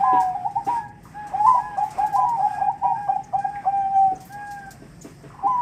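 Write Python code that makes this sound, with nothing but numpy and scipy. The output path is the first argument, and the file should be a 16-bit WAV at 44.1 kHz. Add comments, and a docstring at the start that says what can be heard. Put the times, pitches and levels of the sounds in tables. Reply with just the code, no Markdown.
"""Doves in a row of wire and plywood cages, the town humming behind throughout. From the start a near dove ends
a coo, a higher one calls, most of its notes breaking upward, a far one coos with a strong octave; feet thump on
perches. From about 1.3 s the near dove gives a coo, nine short arched notes, then at 3.6 s a long closing coo.
A small bird cheeps at 3.2, 4.2 and 5.0 s, feet thump from 4.1 s on, a faint glide falls at 5.3 s, the high dove ends.
Voices are gliding tones through cage resonances and echo; thumps are perch modes and noise; the rest mostly noise."""
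import sys
import numpy as np
from scipy import signal
from scipy.fft import rfft, irfft, next_fast_len
from scipy.io import wavfile
from scipy.ndimage import uniform_filter1d, map_coordinates

SR = 44100
rng = np.random.default_rng(int(sys.argv[2]) if len(sys.argv) > 2 else 0)


def dump(signal):
    """Clip the signal to [-1, 1] and save it as 16-bit WAV at the path in sys.argv[1]."""
    limited = np.clip(np.atleast_2d(signal).T, -1, 1)
    pcm = np.round(limited * 32767).astype(np.int16)
    wavfile.write(sys.argv[1], SR, pcm)


N = 247797  # length in samples

# Levels in the voice tables are as sung, before throat, cage and yard.
# Near dove, short notes: start t/s, end t/s, pitch the glides aim at f/Hz, level/dB
NEAR_SHORT_NOTES = [(1.543, 1.586, 828, -19), (1.7708, 1.8354, 828.4, -14), (1.9807, 2.0446, 831.2, -13),
                    (2.1771, 2.2457, 824, -12.5), (2.39, 2.464, 828.2, -13), (2.604, 2.682, 821.7, -15),
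                    (2.837, 2.919, 819, -14), (3.0789, 3.161, 815.3, -14), (3.3303, 3.452, 809.2, -16)]
# Near dove, long coos, one curve each: t/s, pitch f/Hz, level/dB
NEAR_LONG_COOS = [
    [(0, 800, -24.5), (.012, 776, -21), (.024, 762.6, -38), (.05, 763, -25), (.16, 753.4, -23.5),
     (.24, 747.4, -24.5), (.265, 744, -24.5), (.3, 738, -26), (.34, 730, -36.5), (.48, 726, -32)],
    [(1.325, 661, -54), (1.336, 730, -27), (1.356, 805, -18), (1.395, 825, -12), (1.43, 856, -31),
     (1.452, 887, -14.5), (1.468, 882, -26.5), (1.49, 926, -8.5), (1.512, 925, -29)],
    [(3.648, 652, -57), (3.658, 720, -25.5), (3.674, 777, -16.5), (3.69, 793, -18), (3.76, 795, -16),
     (3.85, 783.5, -16), (3.91, 798, -26.5), (3.96, 779.3, -14.5), (4.0, 779, -21.5), (4.12, 757, -26),
     (4.145, 750, -46.5), (4.255, 759, -52.5)],
]
# High dove: start t/s, turn from low to upper pitch t/s, end t/s, upper pitch before rounding and sag f/Hz,
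# level before the turn/dB, level just after it/dB, level at the end before the fade/dB
HIGH_NOTES = [(0, .038, .225, 1047, -17, -22.5, -19), (0.346, 0.366, 0.37, 806, -15.5, -31.5, -39),
              (.445, .464, .492, 954, -19.5, -22.5, -43), (0.553, .569, .606, 955, -18.5, -22.5, -30),
              (0.663, 0.689, 0.812, 977, -20, -22.5, -29), (1.451, 1.464, 1.612, 1038, -27, -13, -22.5),
              (2.132, 2.161, 2.373, 1029, -18, -22, -25.5), (2.355, 2.39, 2.6, 821.3, -25.5, -33, -37),
              (2.573, 2.588, 2.605, 942, -21.5, -25, -37.5), (2.676, 2.695, 2.718, 971, -20.5, -22, -24.5),
              (2.81, 2.832, 2.99, 981.6, -26, -22.5, -34), (5.426, 5.469, 5.72, 1035, -17.5, -21, -25.5)]
# Far dove: start t/s, end t/s, pitch the glides aim at f/Hz, level before swell and fade/dB, octave level/dB
FAR_COOS = [(.015, 0.26, 843.6, -30.5, -10.5), (.74, 0.889, 852, -34, -11),
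            (1.138, 1.304, 849.5, -32, -11.5), (1.575, 1.774, 848.8, -30.5, -10.5),
            (1.99, 2.175, 835, -29, -12.5), (2.47, 2.693, 829, -32.5, -10), (2.939, 3.114, 829, -31, -13),
            (3.4, 3.649, 828, -32, -12), (4.291, 4.704, 823.5, -35.5, -8.5)]

# Overtones of each voice: multiple of the pitch, level/dB (those above the first waver)
NEAR_SHORT_TONE = [(1, 0), (2, -38), (3, -46), (4, -58), (8, -62)]
NEAR_LONG_TONE = [(1, -1.5), (2, -38), (3, -46), (4, -54), (8, -55)]
HIGH_TONE = [(1, 0), (2, -37), (3, -47), (6, -48)]
# Puff as a near note opens: f/Hz, relative density level/dB per Hz
PUFF_SPECTRUM = [(400, -41), (620, 6), (850, 3), (1150, -3.5), (1500, -38.5), (3000, -40), (6000, -79.5)]

# Air resonances of the cage around each bird: f/Hz, width f/Hz, level/dB, phase/rad
NEAR_CAGE = [(778.7, 11.8, 8.4, -2.79), (797, 21.7, 5.9, -2.02), (850.3, 8, 12, -3.61)]
HIGH_CAGE = [(812.8, 8.3, 8, 0.12), (899, 61, -3, 0.18)]
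# Reflection from a wall close to the near dove: delay t/s, gain (linear)
NEAR_WALL = (.0129, -.615)
# Yard echo decay: f/Hz, t60 t/s
YARD_DECAY = [(300, 0.34), (900, 0.47), (3000, 0.43), (10000, 0.02)]

# Feet landing: t/s, relative level/dB, scrape level/dB against the thump
THUMPS = [(0.133, -18, -20), (0.672, -25, -15.5), (4.121, -28, -38), (4.823, -30.5, -24),
          (5.049, -27.5, -21), (5.24, -31.5, -17.5), (5.442, -30, -28)]
# Modes of the wooden perch: f/Hz, mean level/dB, t60 t/s
PERCH_MODES = [(293.8, -4.5, 0.14), (411.3, -4, 0.09), (666, -10, 0.099), (730, -33.5, 0.067),
               (1870, -23, 0.036)]
# Thud and claw scrape: f/Hz, relative density level/dB per Hz
THUD_SPECTRUM = [(120, -20.5), (250, 1.5), (480, -2.0), (800, -20.5), (1500, -54.0), (3000, -93)]
SCRAPE_SPECTRUM = [(400, -18.0), (900, -2.5), (2600, -11.5), (4000, -22.5), (7000, -76.5)]

# Wire and seed: t/s, relative level/dB, top treble level/dB, t60 t/s
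TICKS = [(0.1998, -32, -15, 0.29), (0.646, -40.5, -14, 0.62), (1.0293, -46.5, -11, 0.44),
         (1.2668, -38.5, -20, 0.24), (1.4609, -35.5, -18, 0.51), (1.771, -40, -26, 0.29),
         (1.8295, -40.5, -12.5, 0.47), (1.904, -33.5, -19, 0.18), (1.981, -37, -15, 0.13),
         (2.0622, -32, -12, 0.12), (2.1261, -37, -8, 0.31), (2.15, -32.5, -22, 0.2),
         (2.2869, -32.5, -16, 0.1), (3.3843, -40.5, -35, 0.25), (3.9813, -44, -35, 0.21),
         (4.2026, -37, -14.5, 0.25), (4.2482, -37.5, 0.5, 0.27), (4.3227, -33, -12, 0.099),
         (4.465, -42, -25, 0.27), (4.5069, -34, -14, 0.21), (4.7054, -30, -13, 0.14),
         (5.015, -39, -15, 0.49)]
# Two hollow taps, then three bursts heard as one faint downward glide from 5.3 s:
# t/s, nominal f/Hz, level before the decay/dB, t60 t/s
TAPS_AND_GLIDE = [(1.053, 1140, -38, 0.078), (3.552, 2090, -40, 0.14), (5.302, 1215, -45.5, 0.27),
                  (5.339, 950, -43.5, 0.16), (5.384, 996, -39, 0.74)]
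# Small bird: t/s, nominal first f/Hz, nominal last f/Hz (sounded at 0.94 of these), level before shaping/dB
CHEEPS = [(3.233, 7400, 6347, -49.5), (4.151, 7020, 6450, -51), (5.009, 7480, 6960, -43.5)]

# Movement behind the doves: t/s, relative rustle level/dB, relative stir level/dB
RUSTLE = [(0.0, -57.5, -42.5), (0.3, -65.5, -50), (0.62, -61.5, -53), (0.768, -52, -42), (0.9, -77.5, -62),
          (1.1, -61, -54), (1.3, -66.5, -44.5), (1.45, -53, -50), (1.799, -64.5, -47.5), (2.0, -54.5, -41),
          (2.22, -63.5, -50.5), (2.55, -53.5, -46), (2.7, -69, -54), (3.02, -61, -52.5), (3.3, -66, -54),
          (3.549, -62.5, -51.5), (4.049, -65.5, -50.5), (4.259, -59.5, -53), (4.6, -62, -53),
          (5.2, -60.5, -56.5), (5.45, -66.5, -54), (5.62, -63.5, -48.5)]
# Colours of rustle, stir, steady hiss and town hum: f/Hz, relative density level/dB per Hz
DRY_SEED = [(2060, -35.5), (3500, -5.5), (3730, -11), (5150, 7), (6580, -2.5), (8440, 4.5), (9390, -1.5),
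            (10700, -24), (11600, -7), (14400, -12), (15600, -30.5)]
STIR = [(260, -7.5), (450, -7), (584, -9.5), (721, 3), (779, -4.5), (1560, -9.5), (1730, -9.5),
        (2500, -15.5), (4500, -30.5), (5850, -62.5), (9900, -120)]
AIR = [(260, -37), (450, -8), (579, -13.5), (605, -16), (662, -15.5), (864, -8.5), (903, -19), (1350, -18),
       (1560, -13.5), (1730, 9.5), (3480, -19), (8860, -19), (15600, -33)]
TOWN = [(15, -42.5), (25, -30), (48, -1), (75, -14), (141, 0.5), (184, -5), (200, -8), (223, -9),
        (279, -11.5), (354, -14.5), (384, -17.5), (501, -21), (560, -21.5), (600, -24.5), (700, -46.5),
        (910, -57), (1540, -120)]
AIR_DB, TOWN_DB = -64.5, -46  # rms of hiss and hum at the microphone, before its bass cut

TOP_HZ = 15725  # upper band limit of the sound
HIGH_LOW_HZ, HIGH_CLIMB_HZ = 798, 25  # low pitch reached at the turn, climb towards it
HIGH_ROUND_HZ, HIGH_SAG_HZ_PER_S, HIGH_DROOP_HZ = 44, 520, 30  # shortfall after the turn, fall, extra fall at the end
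HIGH_ATTACK_SHARE, HIGH_RELEASE_S = 0.35, 0.008  # swell as a share of the time before the turn, fade
FAR_RISE, FAR_RISE_S = 0.1068, 0.0217  # upward swoop as a share of the pitch, its time constant
FAR_SAG, FAR_SAG_POWER = 0.063, 2.69  # fall by the end as a share, how late it comes
FAR_ATTACK_S, FAR_SWELL_DB, FAR_SWELL_S = 0.0072, 3, 0.046  # attack, then slower growth
FAR_FADE_DB, FAR_THIRD_DB = 8.5, -31.5  # fade by the end, level of the third harmonic
FAINT_TICKS, FAINT_TICK_DB = 45, -47  # extra ticks at random moments: how many, middle of their relative level


def amp(db):
    """Level in dB to linear gain."""
    return 10 ** (np.asarray(db) / 20)


def unit(x):
    """Scales a signal to an rms of 1."""
    return x / np.sqrt(np.mean(x ** 2) + 1e-20)


def along(points, hz):
    """Reads (f/Hz, value) points on a log frequency axis."""
    f, v = np.transpose(points)
    return np.interp(np.log(hz + 1), np.log(f + 1), v)


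def filtered(x, response):
    """Multiplies the spectrum of x by a complex response of frequency, with room for the tail."""
    m = next_fast_len(len(x) + SR // 2)
    hz = np.fft.rfftfreq(m, 1 / SR)
    return irfft(rfft(x, m) * response(hz), m)[:len(x)]


def add(track, s, sound):
    """Mixes a sound into the track at s seconds."""
    part = track[round(s * SR):][:len(sound)]
    part += sound[:len(part)]


def noise(spectrum, patchy_db, count=N):
    """Coloured noise of rms 1 whose gain varies in patches of time and frequency."""
    z = signal.stft(rng.standard_normal(count + 512), nperseg=512)[2]
    field = uniform_filter1d(rng.standard_normal(z.shape), 6, 0)
    field = uniform_filter1d(field, 8, 1)
    x = signal.istft(z * amp(patchy_db * unit(field)), nperseg=512)[1][:count]
    return unit(filtered(x, lambda hz: amp(along(spectrum, hz))))


def voice(pitch_hz, level_db, tone):
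    """A nearly pure tone with 2 ms soft edges; its overtones waver in strength."""
    phase = 2 * np.pi * np.cumsum(pitch_hz) / SR
    n = np.arange(len(phase))
    edges = np.clip(np.minimum(n, n[::-1]) / (.002 * SR), 0, 1)
    tones = np.zeros(len(n))
    for multiple, db in tone:
        waver = map_coordinates(rng.standard_normal(len(n) // 1200 + 4), [n / 1200])
        waver_db = 3 * waver if multiple > 1 else 0
        tones += amp(db + waver_db) * np.sin(multiple * phase)
    return np.sqrt(2) * amp(level_db) * edges * tones  # root 2: level as rms


def coos(notes, tone):
    """Sings a list of pitch and level curves, their corners smoothed."""
    track = np.zeros(N)
    for rows in notes:
        s, hz, db = np.transpose(rows)
        t = np.arange(s[0], s[-1], 1 / SR)
        smooth = lambda v: uniform_filter1d(np.interp(t, s, v), 200, mode="nearest")
        add(track, s[0], voice(smooth(hz), smooth(db), tone))
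    return track


def yard(x, db):
    """Echo of the yard: a noise tail, each frequency dying at its own speed."""
    hz, t, z = signal.stft(rng.standard_normal(SR // 2), SR, nperseg=256)
    decay = amp(-60 * t / along(YARD_DECAY, hz)[:, None])
    tail = signal.istft(z * decay, SR, nperseg=256)[1]
    late = np.pad(x, (600, 0))  # the echo sets in some 14 ms after the sound
    return amp(db) * signal.fftconvolve(late, tail / np.linalg.norm(tail))[:N]


def caged(x, modes, yard_db, wall=(0, 0)):
    """The cage rings on when a glide sweeps its resonances and beats with the note; wall and yard answer."""
    delay_s, wall_gain = wall

    def response(f):
        total = 1 + wall_gain * np.exp(-2j * np.pi * f * delay_s)
        for centre, width, db, turn in modes:
            resonance = 1j * f * width / (centre * centre - f * f + 1j * f * width)
            total = total + amp(db) * np.exp(1j * turn) * resonance
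        return total

    return filtered(x, response) + yard(x, yard_db)


def near_dove():
    """Short notes swoop up and sag as the air runs out, long coos follow curves; all but the first coo open with a puff."""
    track, puffs = coos(NEAR_LONG_COOS, NEAR_LONG_TONE), np.zeros(N)
    for start, end, top_hz, db in NEAR_SHORT_NOTES:
        t = np.arange(0, end - start, 1 / SR)
        left = t[::-1]  # time to the end of the note
        pitch_hz = top_hz * (1 - .153 * np.exp(-t / .0119) - .1275 * np.exp(-left / .004))
        swell_db = -22 * np.exp(-t / .0088) - 25 * np.exp(-left / .0023)
        add(track, start, voice(pitch_hz, db + swell_db, NEAR_SHORT_TONE))

    t = np.arange(SR // 8) / SR
    envelope = amp(-29.5 - 60 * t / 0.22) * (1 - np.exp(-t / 0.0044))
    openings = [row[0] for row in NEAR_SHORT_NOTES] + [rows[0][0] for rows in NEAR_LONG_COOS[1:]]
    for start in openings:
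        add(puffs, start - .006, envelope * noise(PUFF_SPECTRUM, 0, count=len(t)))

    # the swollen throat radiates little below its tuning
    track = filtered(track, lambda hz: 1 / (1 + (670 / (hz + 1)) ** 14))
    return caged(track, NEAR_CAGE, -21, NEAR_WALL) + puffs


def high_dove():
    """Most notes break upward from a low pitch within 6 ms and then sag; two stay low."""
    track = np.zeros(N)
    for start, snap, end, top_hz, low_db, high_db, end_db in HIGH_NOTES:
        t = np.arange(start, end, 1 / SR)
        up = np.clip((t - snap) / .006 + .5, 0, 1)  # 0 before the turn, 1 after it
        lead = (t - start) / (snap - start)  # 1 at the turn
        low_hz = HIGH_LOW_HZ + HIGH_CLIMB_HZ * (np.minimum(lead, 1) - 1)
        rounding_hz = HIGH_ROUND_HZ * np.exp(np.minimum(snap - t, 0) / 0.0076)
        droop_hz = HIGH_DROOP_HZ * np.exp((t - end) / 0.029)
        upper_hz = top_hz - HIGH_SAG_HZ_PER_S * (t - snap) - rounding_hz - droop_hz
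        upper_db = np.interp(t, [snap, end], [high_db, end_db])
        level_db = low_db + up * (upper_db - low_db)
        level_db -= 22 * np.exp(-lead / HIGH_ATTACK_SHARE)
        level_db -= 22 * np.exp((t - end) / HIGH_RELEASE_S)
        add(track, start, voice(low_hz + up * (upper_hz - low_hz), level_db, HIGH_TONE))
    return caged(track, HIGH_CAGE, yard_db=-17)


def far_dove():
    """Slow arched coos, strong octave, wet echo; their level varies at random by a decibel or two, as over many paths."""
    track = np.zeros(N)
    for start, end, top_hz, db, octave_db in FAR_COOS:
        t = np.arange(0, end - start, 1 / SR)
        closing = (t / t[-1]) ** FAR_SAG_POWER
        pitch_hz = top_hz * (1 - FAR_RISE * np.exp(-t / FAR_RISE_S) - FAR_SAG * closing)
        paths_db = 1.5 * map_coordinates(rng.standard_normal(40), [t * 35])  # 35 random values a second
        opening_db = -FAR_SWELL_DB * np.exp(-t / FAR_SWELL_S) - 25 * np.exp(-t / FAR_ATTACK_S)
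        ending_db = -FAR_FADE_DB * closing - 15 * np.exp(-t[::-1] / 0.0048)
        tone = [(1, 0.013), (2, octave_db), (3, FAR_THIRD_DB)]
        add(track, start, voice(pitch_hz, db + paths_db + opening_db + ending_db, tone))
    return track + yard(track, db=-11)


def thumps():
    """Soft feet ring the wooden perch, push a dull thud and scrape with the claws."""
    track, t = np.zeros(N), np.arange(SR // 4) / SR
    onset = 1 - np.exp(-t / 0.012)
    for s, db, scrape_db in THUMPS:
        ring = np.zeros(len(t))
        for hz, level, t60 in PERCH_MODES:
            struck_db = level + rng.normal(0, 0.91)  # each landing excites the modes a little differently
            ring += amp(struck_db - 60 * t / t60) * np.sin(2 * np.pi * hz * t)
        thud = amp(-10 - 60 * t / 0.17) * noise(THUD_SPECTRUM, 0, count=len(t))
        scrape = amp(scrape_db - 60 * t / 0.27) * noise(SCRAPE_SPECTRUM, 0, count=len(t))
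        add(track, s - .006, amp(db + 4) * (ring + thud + scrape) * onset)
    return track + yard(track, db=-13.5)


def ticks():
    """Wire and seed: sharp bursts of hiss, some brighter than others, each at most a quarter second long."""
    track, t = np.zeros(N), np.arange(SR // 4) / SR
    rise = 1 - np.exp(-t / .003)
    faint = [(when * N / SR, FAINT_TICK_DB + 8 * (size - .5), -20, .1)
             for when, size in rng.random((FAINT_TICKS, 2))]
    for s, db, top_db, t60 in TICKS + faint:
        colour = [(1500, -20), (3500, -12.5), (5500, -4), (8500, -4.5), (9800, -10.5),
                  (11000, top_db), (14500, top_db + 4), (15700, top_db - 14.5)]
        add(track, s, amp(db - 11.0 - 60 * t / t60) * rise * noise(colour, 1.3, count=len(t)))
    return track


def small_sounds():
    """Hollow taps, and from 5.3 s a faint downward glide, as decaying band noise; falling, warbling cheeps as tones."""
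    track, t = np.zeros(N), np.arange(SR // 5) / SR
    rise = 1 - np.exp(-t / 0.0022)
    for s, hz, db, t60 in TAPS_AND_GLIDE:
        band = [(hz * .8, -30), (hz * 0.53, 0), (hz * 1.05, 0), (hz * 1.22, -12), (hz * 2.1, -40), (hz * 3, -90)]
        add(track, s, amp(db - 60 * t / t60) * rise * noise(band, 0, count=len(t)))
    for s, from_hz, to_hz, db in CHEEPS:
        u = np.linspace(0, 1, round(0.022 * SR))  # progress through a 22 ms cheep
        warble_hz = 450 * np.sin(2 * np.pi * 2.9 * u)  # a fast trill blurs the cheep
        glide_hz = from_hz + (to_hz - from_hz) * u
        add(track, s, np.sin(np.pi * u) * voice(glide_hz + warble_hz, db, [(0.94, 0.0036)]))
    return track + yard(track, db=-10.5)


def background():
    """Rustle and stir of many birds, as noise of changing level, over steady hiss and the low hum of the town."""
    s, rustle_db, stir_db = np.transpose(RUSTLE)
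    t = np.arange(N) / SR
    rustle = amp(np.interp(t, s, rustle_db) - 1.0) * noise(DRY_SEED, patchy_db=1.2)
    stir = amp(np.interp(t, s, stir_db) - 0.5) * noise(STIR, patchy_db=2.5)
    hiss = amp(AIR_DB) * noise(AIR, patchy_db=2.5)
    town = amp(TOWN_DB) * noise(TOWN, patchy_db=0.5)
    return rustle + stir + hiss + town


def scene():
    """The three doves, then the small sounds and the background."""
    doves = near_dove() + high_dove() + far_dove()
    return (doves + thumps() + ticks() + small_sounds() + background())[None]


def record(dry):
    """The microphone drops the deepest bass; nothing is kept above the band limit."""
    return filtered(dry[0], lambda hz: (hz < TOP_HZ) / (1 + (38 / (hz + 1)) ** 6))[None]


dry = scene()
out = record(dry)
dump(out)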